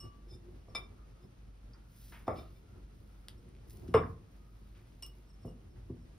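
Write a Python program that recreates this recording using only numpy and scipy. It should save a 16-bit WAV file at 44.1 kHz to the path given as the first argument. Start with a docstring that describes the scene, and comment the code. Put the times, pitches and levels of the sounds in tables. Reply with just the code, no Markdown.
"""A china plate tips and knocks on a stone kitchen counter as soft cake is torn and laid into a glass.
Glass and plate ring as sums of dying modes, struck by a nail or driven by stick and slip along the edge.
Knocks add dull modes, a noise crack and a worktop boom; ticks and a sagging buzz follow the plate.
Filtered noise makes the brushing arm, tearing cake, crumbs, pressing and rubbing fingers.
Air, rumble, hum and a faint wandering band lie beneath; a small room answers the contacts."""
import sys
import numpy as np
from scipy import signal
from scipy.fft import rfft, irfft, next_fast_len
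from scipy.io import wavfile

SR = 44100
rng = np.random.default_rng(int(sys.argv[2]) if len(sys.argv) > 2 else 0)


def file_out(sig):
    """Save sig as 16-bit WAV at sys.argv[1]."""
    # one column per channel
    cols = np.atleast_2d(sig).T
    # limit, then scale
    lim = np.clip(cols, -1, 1)
    pcm = np.round(lim * 32767).astype(np.int16)
    wavfile.write(sys.argv[1], SR, pcm)


N = 272532

# knocks on the counter: t/s, level/dB, contact hardness as corner f/Hz, crack level/dB, boom level/dB,
# boom centre f/Hz
KNOCK_EVENTS = [(0.682, -41.5, 555, -68, -67, 250), (0.7491, -35, 2720, -47.5, -55, 250),
                (2.272, -63, 920, -46.5, -67, 199.7), (2.279, -20, 935, -33.5, -35, 110),
                (3.885, -58, 350, -70, -33.5, 218), (3.941, -17, 1620, -21, -22, 190),
                (3.973, -46, 1710, -52, -25.5, 108.1), (3.988, -23, 520, -43, -32, 110),
                (5.025, -52.5, 1496, -78, -64.5, 259), (5.4475, -32, 525, -55, -33, 223),
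                (5.463, -54, 348, -66, -42, 111), (5.478, -32.5, 392, -60, -43, 121),
                (5.899, -39, 403, -58, -31, 400), (5.914, -51, 350, -77.5, -34.5, 109.4),
                (5.939, -47.5, 347, -69.5, -43, 261)]
# left-right likeness of diffuse sound: f/Hz, likeness (0 to 1)
DIFFUSE_LIKENESS = [(100, 0.99), (250, 0.68), (500, 0.022), (1500, 0.017), (4500, 0.23), (7000, 1),
                    (14000, 1)]


def amp(db):
    """Level in decibels to amplitude ratio."""
    return 10 ** (np.asarray(db) / 20)


def unit(x):
    """Normalization to a root-mean-square value of 1."""
    return x / np.sqrt(np.mean(x ** 2) + 1e-20)


def read(points, hz):
    """Linear interpolation of a table along a log-frequency axis."""
    f, value = np.transpose(points)
    return np.interp(np.log(hz + 1), np.log(f + 1), value)


def read_gain(points, hz):
    """Amplitude response read from a spectrum in decibels."""
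    return amp(read(points, hz))


def add(mix, s, sound):
    """Superposition: a sound is summed into the mix from s seconds on."""
    part = mix[max(round(s * SR), 0):][:len(sound)]
    part += sound[:len(part)]


def shaped(x, gain):
    """Linear filtering: the spectrum is multiplied by a function of frequency."""
    size = next_fast_len(x.shape[-1], True)
    spectrum = rfft(x, size) * gain(np.fft.rfftfreq(size, 1 / SR))
    return irfft(spectrum, size)[..., :x.shape[-1]]


def octave_distance(hz, centre_hz, octaves):
    """Pitch distance on a logarithmic scale, in units of the given width."""
    return np.log2((hz + 1) / centre_hz) / octaves


def pair(size, likeness):
    """Partial coherence: sum and difference noises set how alike two close microphone ports hear a field."""
    mid, side = rng.standard_normal((2, size))
    mid = shaped(mid, lambda hz: np.sqrt((1 + np.clip(read(likeness, hz), 0, 1)) / 2))
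    side = shaped(side, lambda hz: np.sqrt((1 - np.clip(read(likeness, hz), 0, 1)) / 2))
    return np.array([mid + side, mid - side])


def drift(rate_hz):
    """Slow fluctuation of rms 1: noise under a Gaussian low-pass."""
    return unit(shaped(rng.standard_normal(N), lambda hz: np.exp(-(hz / rate_hz) ** 2)))


def swells(rows):
    """A hand movement gathers speed and slows: one Gaussian gain for each, down to 1/e at the half length."""
    t = np.arange(N) / SR
    return sum(amp(db) * np.exp(-((t - s) / half) ** 2) for s, half, db in rows)


def ring(modes, weight, spread_s=0.00039):
    """Modal superposition: dying sines of alternating sign swell as the blow spreads through the body."""
    t = np.arange(SR // 2) / SR
    tone = np.zeros(len(t))
    for k, (hz, db, t60) in enumerate(modes):
        decay = amp(db - 60 * t / t60)
        tone += (-1) ** k * weight(hz) * decay * np.sin(2 * np.pi * hz * t)
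    return tone * (1 - np.exp(-t / spread_s))


def slips(size, count=6):
    """Stick-slip excitation: short noise whose spectrum is repeatedly evened to drive the modes alike."""
    noise = rng.standard_normal(SR // 4)[:size]
    for _ in range(count):
        phase = np.angle(rfft(noise, 2 * size))
        noise = irfft(np.exp(1j * phase))[:size] * signal.windows.tukey(size, .5)
    return noise / np.linalg.norm(noise)


def clinks(modes, touches):
    """Impact and stick-slip drive modes; a loose contact modulates them and a finger damps the low ones most."""
    finger_hz, finger_slope = 2907, 1.7  # damping is as stated at this pitch; low modes more by this power
    buzz_hz, buzz_t60_s = 330, 0.17  # corner of the shaking noise, and its decay
    full_graze_s = 0.012  # blow and slips share the energy equally at this length
    t = np.arange(SR // 2) / SR
    out = np.zeros(N)
    for s, db, length, bright, buzz, damping in touches:
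        graze = length ** 2 / (length ** 2 + full_graze_s ** 2)
        drive = np.sqrt(graze) * slips(max(round(length * SR), 10))
        drive[0] += np.sqrt(1 - graze)  # the single blow

        held = []
        for hz, level, t60 in modes:
            decay_db_per_s = 60 / t60 + max(damping, 0) * (finger_hz / hz) ** finger_slope
            held.append((hz, level, 60 / decay_db_per_s))
        # the brightness tilt pivots at 4 kHz and stops rising at 5.4 kHz
        body = ring(held, lambda hz: amp(bright * np.log2(min(hz, 5400) / 4000)))
        tone = signal.fftconvolve(drive, body)[:SR // 2]

        shake = unit(shaped(rng.standard_normal(SR // 2), lambda hz: 1 / (1 + (hz / buzz_hz) ** 2)))
        shake *= amp(-60 * t / buzz_t60_s)
        buzz = min(buzz, .7)
        add(out, s, amp(db) * tone * (1 + buzz * shake) / np.sqrt(1 + buzz ** 2))
    return out


def glass():
    """Modal ringing of the glass bowl under nail blows and grazes."""
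    # modes of the bowl: f/Hz, level/dB, t60/s
    bowl_modes = [(1157, -14, .52), (2845, -4, .075), (2885, -4, .42), (5335, -6, .11), (5390, 0, .15),
                  (8370, -8, .13), (11700, -21, .08), (12240, -17, .1)]
    # touches: t/s, level/dB, graze length/s, brightness/(dB per octave), buzz depth, finger damping/(dB per s)
    bowl_touches = [(.001, -52.5, .0012, 8.5, 0.26, -3), (.004, -80, .001, -18, .03, -2),
                    (0.034, -68, .001, -13, 0.04, 0), (0.589, -81, 0.028, -6, .1, 0),
                    (0.681, -97, .001, -23, .03, -2), (.685, -77.5, 0.019, 18, .1, 200),
                    (3.377, -77.5, 0.0041, 22, 0.72, 400), (3.883, -72, .015, 2, .4, 297),
                    (3.945, -49.5, 0.0045, 3, .3, 60), (5.0245, -43.5, 0.0021, -0.5, 0.45, 420),
                    (5.05, -56.5, 0.0088, 13, .35, 599), (5.272, -70, 0.052, 13, .45, 499),
                    (5.332, -72.5, 0.018, 15, .4, 494), (5.392, -74.5, 0.067, 17, .45, 397),
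                    (5.458, -63.5, 0.043, -4, .35, 480), (5.695, -82, .025, 14, .5, 300),
                    (5.995, -77, .04, 9.5, .5, 399)]
    return clinks(bowl_modes, bowl_touches)


def background(air_swell_db=1, lumps_db=2, hum_swell_db=2.5):
    """Stationary noise and a tone, slowly modulated: kitchen air, low rumble and an appliance's hum."""
    # spectrum of the air: f/Hz, relative level/dB
    air_colour = [(100, 8), (350, -1), (600, -5.5), (1300, -10.5), (1600, -12.5), (2500, -15),
                  (5000, -19.5), (8000, -24.5), (15500, -29)]
    # spectrum of the rumble: f/Hz, relative level/dB
    rumble_colour = [(20, 2.5), (35, 2), (55, 3), (72, 3), (88, -7), (112, 3.5), (135, -7.5), (200, -8),
                     (350, -16), (600, -26), (1200, -58)]
    air_db, rumble_db = -63.5, -57
    hum_hz, hum_db = 49.5, -51.5
    t = np.arange(N) / SR
    air = unit(shaped(pair(N, DIFFUSE_LIKENESS), lambda hz: read_gain(air_colour, hz)))
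    air = air * amp(air_db + air_swell_db * drift(14.0))
    rumble = unit(shaped(pair(N, DIFFUSE_LIKENESS), lambda hz: read_gain(rumble_colour, hz)))
    rumble = rumble * amp(rumble_db + lumps_db * drift(15))
    hum = np.sin(2 * np.pi * hum_hz * t) * amp(hum_db + hum_swell_db * drift(5.8))
    return air + rumble + hum


def whir(swell_db=2):
    """Heterodyning: low-passed noise on a wandering carrier gives a faint narrow band that comes and goes."""
    # path of the band: t/s, centre f/Hz, level/dB
    path = [(0, 1208, -98), (.7, 1191, -88), (1, 1218, -74.5), (1.45, 1297, -81), (1.8, 1391, -79.5),
            (2.55, 1370, -81.5), (2.8, 1368, -77), (2.95, 1372, -87), (3.3, 1334, -74.5),
            (3.55, 1324, -95.5), (4.302, 1228, -86.5), (4.55, 1257, -73.5), (4.951, 1263, -97),
            (5.451, 1183, -80), (5.65, 1206, -98), (6.18, 1200, -97.5)]
    half_width_hz = 92
    s, hz, db = np.transpose(path)
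    t = np.arange(N) / SR
    flutter = unit(shaped(rng.standard_normal((2, N)), lambda f: 1 / (1 + (f / half_width_hz) ** 2)))
    carrier = np.sqrt(2) * np.sin(2 * np.pi * np.cumsum(np.interp(t, s, hz)) / SR)
    return flutter * carrier * amp(np.interp(t, s, db) + swell_db * drift(7.3))


def pressing(lumps_db=2):
    """Structure-borne friction: dull, lumpy noise as fingers press cake or shift the crockery."""
    # presses: t/s at the strongest, half length/s, level/dB
    presses = [(.06, 0.034, -46.5), (.33, 0.071, -54.5), (.48, 0.055, -56), (.56, 0.064, -56),
               (.8, 0.12, -52.5), (.96, 0.055, -61), (1.25, 0.021, -50.5), (2.38, 0.11, -46.5),
               (2.76, 0.12, -56), (3.52, 0.25, -60.5), (3.86, 0.16, -47.5), (4.06, 0.14, -50.5),
               (5.76, 0.23, -57), (6.03, 0.067, -67)]
    # spectrum of the pressing: f/Hz, relative level/dB
    press_colour = [(30, -26), (70, 13), (110, 7.5), (160, -2), (270, -8), (360, -2), (430, -10.5),
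                    (600, -16), (1200, -26.5), (3000, -43)]
    rub = shaped(pair(N, DIFFUSE_LIKENESS), lambda hz: read_gain(press_colour, hz))
    return swells(presses) * unit(rub * amp(lumps_db * drift(18)))


def plate():
    """Modal ringing of the plate's rim under nail blows and grazes."""
    # modes of the rim: f/Hz, level/dB, t60/s
    rim_modes = [(2315, -8, .22), (2352, -11, .08), (3607, 0, .095), (3640, -9, .06), (5115, 3, .09),
                 (5165, -5, .06), (5351, -1, .09), (6880, -17, .11), (7450, -12, .08), (8812, -19, .11),
                 (9281, -17, .11), (10950, -18, .1), (12400, -16, .09), (13400, -19, .08)]
    # touches: t/s, level/dB, graze length/s, brightness/(dB per octave), buzz depth, finger damping/(dB per s)
    rim_touches = [(.283, -58.5, .06, 3, 0.38, 318), (.335, -63.5, 0.022, 16, .35, 288),
                   (.7495, -38.5, 0.0012, -6, 0.31, 2), (.79, -81, 0.011, 12, .3, 0),
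                   (.828, -64, 0.018, -3, .3, 0), (1.225, -76, 0.018, 7, 0.41, 298),
                   (2.268, -62, 0.0068, -1, 0.46, 302), (2.29, -66, 0.03, -6, .3, 100),
                   (2.355, -55, .04, -9, 0.52, 231), (2.395, -67, 0.021, -12, .5, 200),
                   (2.55, -72, 0.023, -10, .6, 250), (3.942, -56, 0.0019, -12, .4, 31.5),
                   (3.973, -55.5, .0025, -21.5, 0.34, 101), (4.03, -70, .02, -5, .2, 100)]
    return clinks(rim_modes, rim_touches)


def rubbing(lumps_db=4):
    """Friction-driven resonance: skin drags unevenly over the crockery and wakes its hollow modes."""
    # drags: t/s at the strongest, half length/s, level/dB
    rubs = [(.33, 0.086, -64.5), (.48, 0.036, -62), (1.26, 0.052, -69), (2.78, 0.066, -68),
            (3.46, 0.13, -68.5), (4.8, 0.047, -70), (5.06, 0.052, -67), (5.18, 0.041, -73.5),
            (5.77, 0.065, -75.5)]
    # hollow resonances: f/Hz, level/dB, t60/s
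    hollow_modes = [(351, 4, 0.12), (486, -1, 0.071), (573, -14.5, 0.046), (1120, -31, 0.021)]
    drag = rng.standard_normal(N) * amp(lumps_db * drift(27))
    return swells(rubs) * unit(signal.fftconvolve(drag, ring(hollow_modes, lambda hz: 1))[:N])


def knocks():
    """Contact stiffness sets bandwidth: soft blows reach low modes, hard ones more; noise cracks at each."""
    # dull modes of crockery standing on the counter: f/Hz, level/dB, t60/s
    counter_modes = [(231.5, -12, 0.044), (352, -8.5, 0.028), (489, -6.5, 0.047), (530, -6, 0.025),
                     (665, -1.5, 0.017), (753, -6, 0.031), (898, -14, .05), (1083, 1.5, 0.013),
                     (1184, 0.5, 0.019), (1380, -16, 0.05), (1660, -29, 0.08), (2060, -15, 0.059),
                     (2730, -18, 0.018), (3313, -19, 0.14)]
    crack_t60_s, crack_low_hz = 0.028, 557
    crack_slope = 4.5  # the crack falls off as this power of frequency above the corner
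    t = np.arange(SR // 4) / SR
    out = np.zeros(N)
    for s, db, corner_hz, crack_db, _, _ in KNOCK_EVENTS:
        tone = ring(counter_modes, lambda hz: 1 / np.sqrt(1 + (hz / corner_hz) ** 6))
        add(out, s, amp(db) * tone)

        def crack_colour(hz):
            """Band-pass response between the fixed low corner and the contact's corner."""
            low_cut = hz ** 2 / (hz ** 2 + crack_low_hz ** 2)
            return unit(low_cut / np.sqrt(1 + (hz / corner_hz) ** (2 * crack_slope)))

        crack = rng.standard_normal(len(t)) * amp(-60 * t / crack_t60_s)
        add(out, s, amp(crack_db) * shaped(crack, crack_colour)[:len(t) // 2])
    return out


def booms():
    """Modal selection by place of blow: each knock favours worktop modes near its own centre."""
    # low modes of the worktop: f/Hz, level/dB, t60/s
    worktop_modes = [(78.8, 2, 0.075), (114.8, -4.5, 0.13), (168.6, -6.5, 0.171), (236, -1.5, 0.087),
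                     (355, 0.5, 0.058)]
    rise_s, half_width_octaves = 0.0038, 1.64
    out = np.zeros(N)
    for s, _, _, _, boom_db, centre_hz in KNOCK_EVENTS:
        boom = ring(
            worktop_modes,
            lambda hz: 1 / (1 + (np.log2(hz / centre_hz) / half_width_octaves) ** 2),
            rise_s)
        add(out, s, amp(boom_db) * boom)
    return out


def ticks():
    """Band-limited transients: decaying noise for dry ticks and rattles of nails, crust and crockery."""
    # ticks: t/s, onset level/dB, centre f/Hz, half width/octaves, t60/s
    tick_events = [(0.981, -66.5, 1190, 0.23, 0.17), (1.7351, -58, 4950, 0.11, 0.05),
                   (1.745, -67, 1160, 0.66, 0.18), (2.122, -54.5, 1340, 1.13, 0.38),
                   (2.282, -54, 1830, 0.35, 0.23), (2.28, -36, 1060, 0.17, .04),
                   (2.281, -34, 690, 0.085, .05), (2.284, -41.5, 620, 0.21, 0.34),
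                   (2.287, -59, 1200, 0.2, 1), (2.36, -65, 2970, 0.81, 0.56), (2.761, -67, 906, 0.68, 0.17),
                   (3.144, -76, 1270, 0.45, 0.1), (3.2843, -36.5, 3310, 1.4, 0.005),
                   (3.2845, -59, 8900, 0.55, 0.017), (3.285, -62, 3400, 0.76, .08),
                   (3.489, -62, 10100, 0.18, 0.0087), (3.7026, -62.5, 5980, 1, .02),
                   (3.735, -59, 13600, 0.54, 0.022), (3.88, -62.5, 2810, 1.7, 0.075),
                   (3.941, -41, 2760, 0.083, 0.031), (3.945, -45, 2500, 0.32, 0.17),
                   (3.948, -45.5, 1600, 0.25, 0.16), (3.941, -61, 9500, 0.18, 0.14),
                   (3.95, -35, 1080, .13, 0.27), (4.033, -50, 1600, .3, .08),
                   (4.062, -60.5, 1900, 0.45, 0.058), (4.75, -68, 1500, 1.27, 0.37),
                   (5.0243, -43.5, 8100, 2.4, 0.018), (5.064, -46, 11500, 1.4, 0.015),
                   (5.454, -68.5, 9500, 0.95, 0.25), (5.759, -71, 1020, 0.96, 0.26),
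                   (5.897, -66.5, 980, 0.25, .08)]
    t = np.arange(SR // 5) / SR
    out = np.zeros(N)
    for s, db, centre_hz, octaves, t60 in tick_events:
        noise = rng.standard_normal(len(t))
        crack = shaped(noise, lambda hz: 1 / (1 + octave_distance(hz, centre_hz, octaves) ** 4))
        add(out, s, amp(db - 60 * t / t60) * unit(crack))
    return out


def crumbs():
    """Random impulses through a band-pass: tiny snaps of crumb, in clumps as the fingers move."""
    # rustles: t/s at the strongest, half length/s, level/dB
    rustles = [(1.05, 0.12, -90), (1.48, .06, -83), (3.5, 0.1, -81), (3.8, 0.21, -83.5), (4.8, 0.17, -83)]
    snaps_per_s, centre_hz, half_width_octaves = 120, 2450, 0.56
    snaps = rng.standard_normal(N) * (rng.random(N) < snaps_per_s / SR)
    rustle = shaped(snaps, lambda hz: 1 / (1 + octave_distance(hz, centre_hz, half_width_octaves) ** 2))
    return swells(rustles) * unit(rustle)


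def friction(grain_db):
    """Friction noise of rms 1: amplitude modulation gives the hiss its fine grain."""
    # spectrum of the hiss: f/Hz, relative level/dB
    hiss_colour = [(600, -21), (1500, -2), (3000, 0), (5000, 4.5), (8000, -1.5), (12000, 7), (15000, 5.5)]
    grains = rng.standard_normal(N) * amp(grain_db * drift(200))
    return unit(shaped(grains, lambda hz: read_gain(hiss_colour, hz)))


def brushing():
    """Sliding friction: smooth hiss swells as the arm passes."""
    # passes: t/s at the nearest, half length/s, level/dB
    sweeps = [(2.07, 0.14, -61.5), (2.385, 0.053, -68.5), (2.55, 0.07, -75)]
    return swells(sweeps) * friction(grain_db=1.5)


def tearing():
    """Fracture noise: crumbly hiss starts as the cake gives and ends as it parts."""
    # tears: start t/s, length/s, level/dB, fade/(dB per s; negative grows)
    tears = [(2.91, 0.57, -77.5, 12), (3.67, 0.44, -58, 84), (4.259, 1, -81.5, -3)]
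    edge_s = 0.034
    level = np.zeros(N)
    for s, length, db, fade in tears:
        t = np.arange(0, length, 1 / SR)
        edges = np.minimum(np.minimum(t, length - t) / edge_s, 1)
        add(level, s, amp(db - fade * t) * edges)
    return level * friction(grain_db=4.0)


def chatter(overtone_db=-20):
    """Periodic impact as a sagging tone and its octave: the plate's foot buzzes briefly as it settles."""
    # the buzz: t/s, length/s, starting f/Hz, starting level/dB, t60/s
    foot_buzz = (3.9428, .031, 475, -13.3, .25)
    sag_hz_per_s = 1700
    s, length, hz, db, t60 = foot_buzz
    t = np.arange(round(length * SR)) / SR
    phase = 2 * np.pi * np.cumsum(hz - sag_hz_per_s * t) / SR
    buzz = np.sin(phase) + amp(overtone_db) * np.sin(2 * phase)
    out = np.zeros(N)
    add(out, s, amp(db - 60 * t / t60) * buzz * signal.windows.tukey(len(t), .35))
    return out


def kitchen(x, wet_db, build_s=0.0056):
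    """Reverberation by convolution: three near reflections and a diffuse tail whose bass lasts longest."""
    # left-right likeness of the tail: f/Hz, likeness (0 to 1)
    tail_likeness = [(100, 1), (420, 0.91), (650, 0.17), (1500, 0.14), (4500, 0.71), (7000, 1), (14000, 1)]
    # reverberation time: f/Hz, t60/s
    room_decay = [(100, 0.69), (300, 0.25), (1200, 0.33), (3000, 0.2), (6000, 0.11), (12000, 0.17)]
    # reflections off counter, wall and cupboard: delay t/s, level/dB relative to the tail
    reflections = [(.0031, -9), (.0074, -22), (0.0103, -11)]
    hz, t, z = signal.stft(pair(SR // 2, tail_likeness), SR, nperseg=256)
    decay = amp(-60 * t / read(room_decay, hz)[:, None])
    tail = signal.istft(z * decay, SR, nperseg=256)[1]
    tail *= 1 - np.exp(-(np.arange(tail.shape[1]) / SR / build_s) ** 2)
    tail /= np.linalg.norm(tail[0])
    for delay, db in reflections:
        tail[:, round(delay * SR)] += amp(db)
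    return x + amp(wet_db) * signal.fftconvolve(x[None], tail, axes=1)[:, :N]


def scene():
    """Superposition of sources in one small room, each group with its own reverberant level."""
    rings = kitchen(glass() + plate(), wet_db=-1.5)
    blows = kitchen(knocks(), wet_db=-2.5) + kitchen(booms(), wet_db=-8)
    settling = kitchen(chatter(), wet_db=-12.5)
    rustling = kitchen(ticks() + brushing() + tearing() + crumbs() + rubbing(), wet_db=-7.0)
    return rings + blows + settling + rustling + pressing() + background() + whir()


def record(dry, low_cut_hz=42):
    """Interport phase: the two ports drift apart towards the treble; a bass cut and band limit follow."""
    # phase between the microphone ports: f/Hz, lead of left over right/rad
    port_lead = [(0, 0), (1500, -.1), (3000, 1), (5200, .5), (7300, 3.14), (10400, 6.28), (13300, 9.42),
                 (15800, 11.8)]
    edge_hz = 15600

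    def port_phase(hz):
        """Half the lead is given to each port, with opposite signs."""
        lead = np.interp(hz, *np.transpose(port_lead))
        return np.exp(np.outer([.5j, -.5j], lead))

    ports = shaped(dry, port_phase)
    highpass = signal.butter(2, low_cut_hz, "highpass", fs=SR, output="sos")
    ports = signal.sosfilt(highpass, ports)
    lowpass = signal.firwin(511, edge_hz, window=("kaiser", 9), fs=SR)
    return signal.oaconvolve(ports, lowpass[None], "same")


dry = scene()
out = record(dry)
file_out(out)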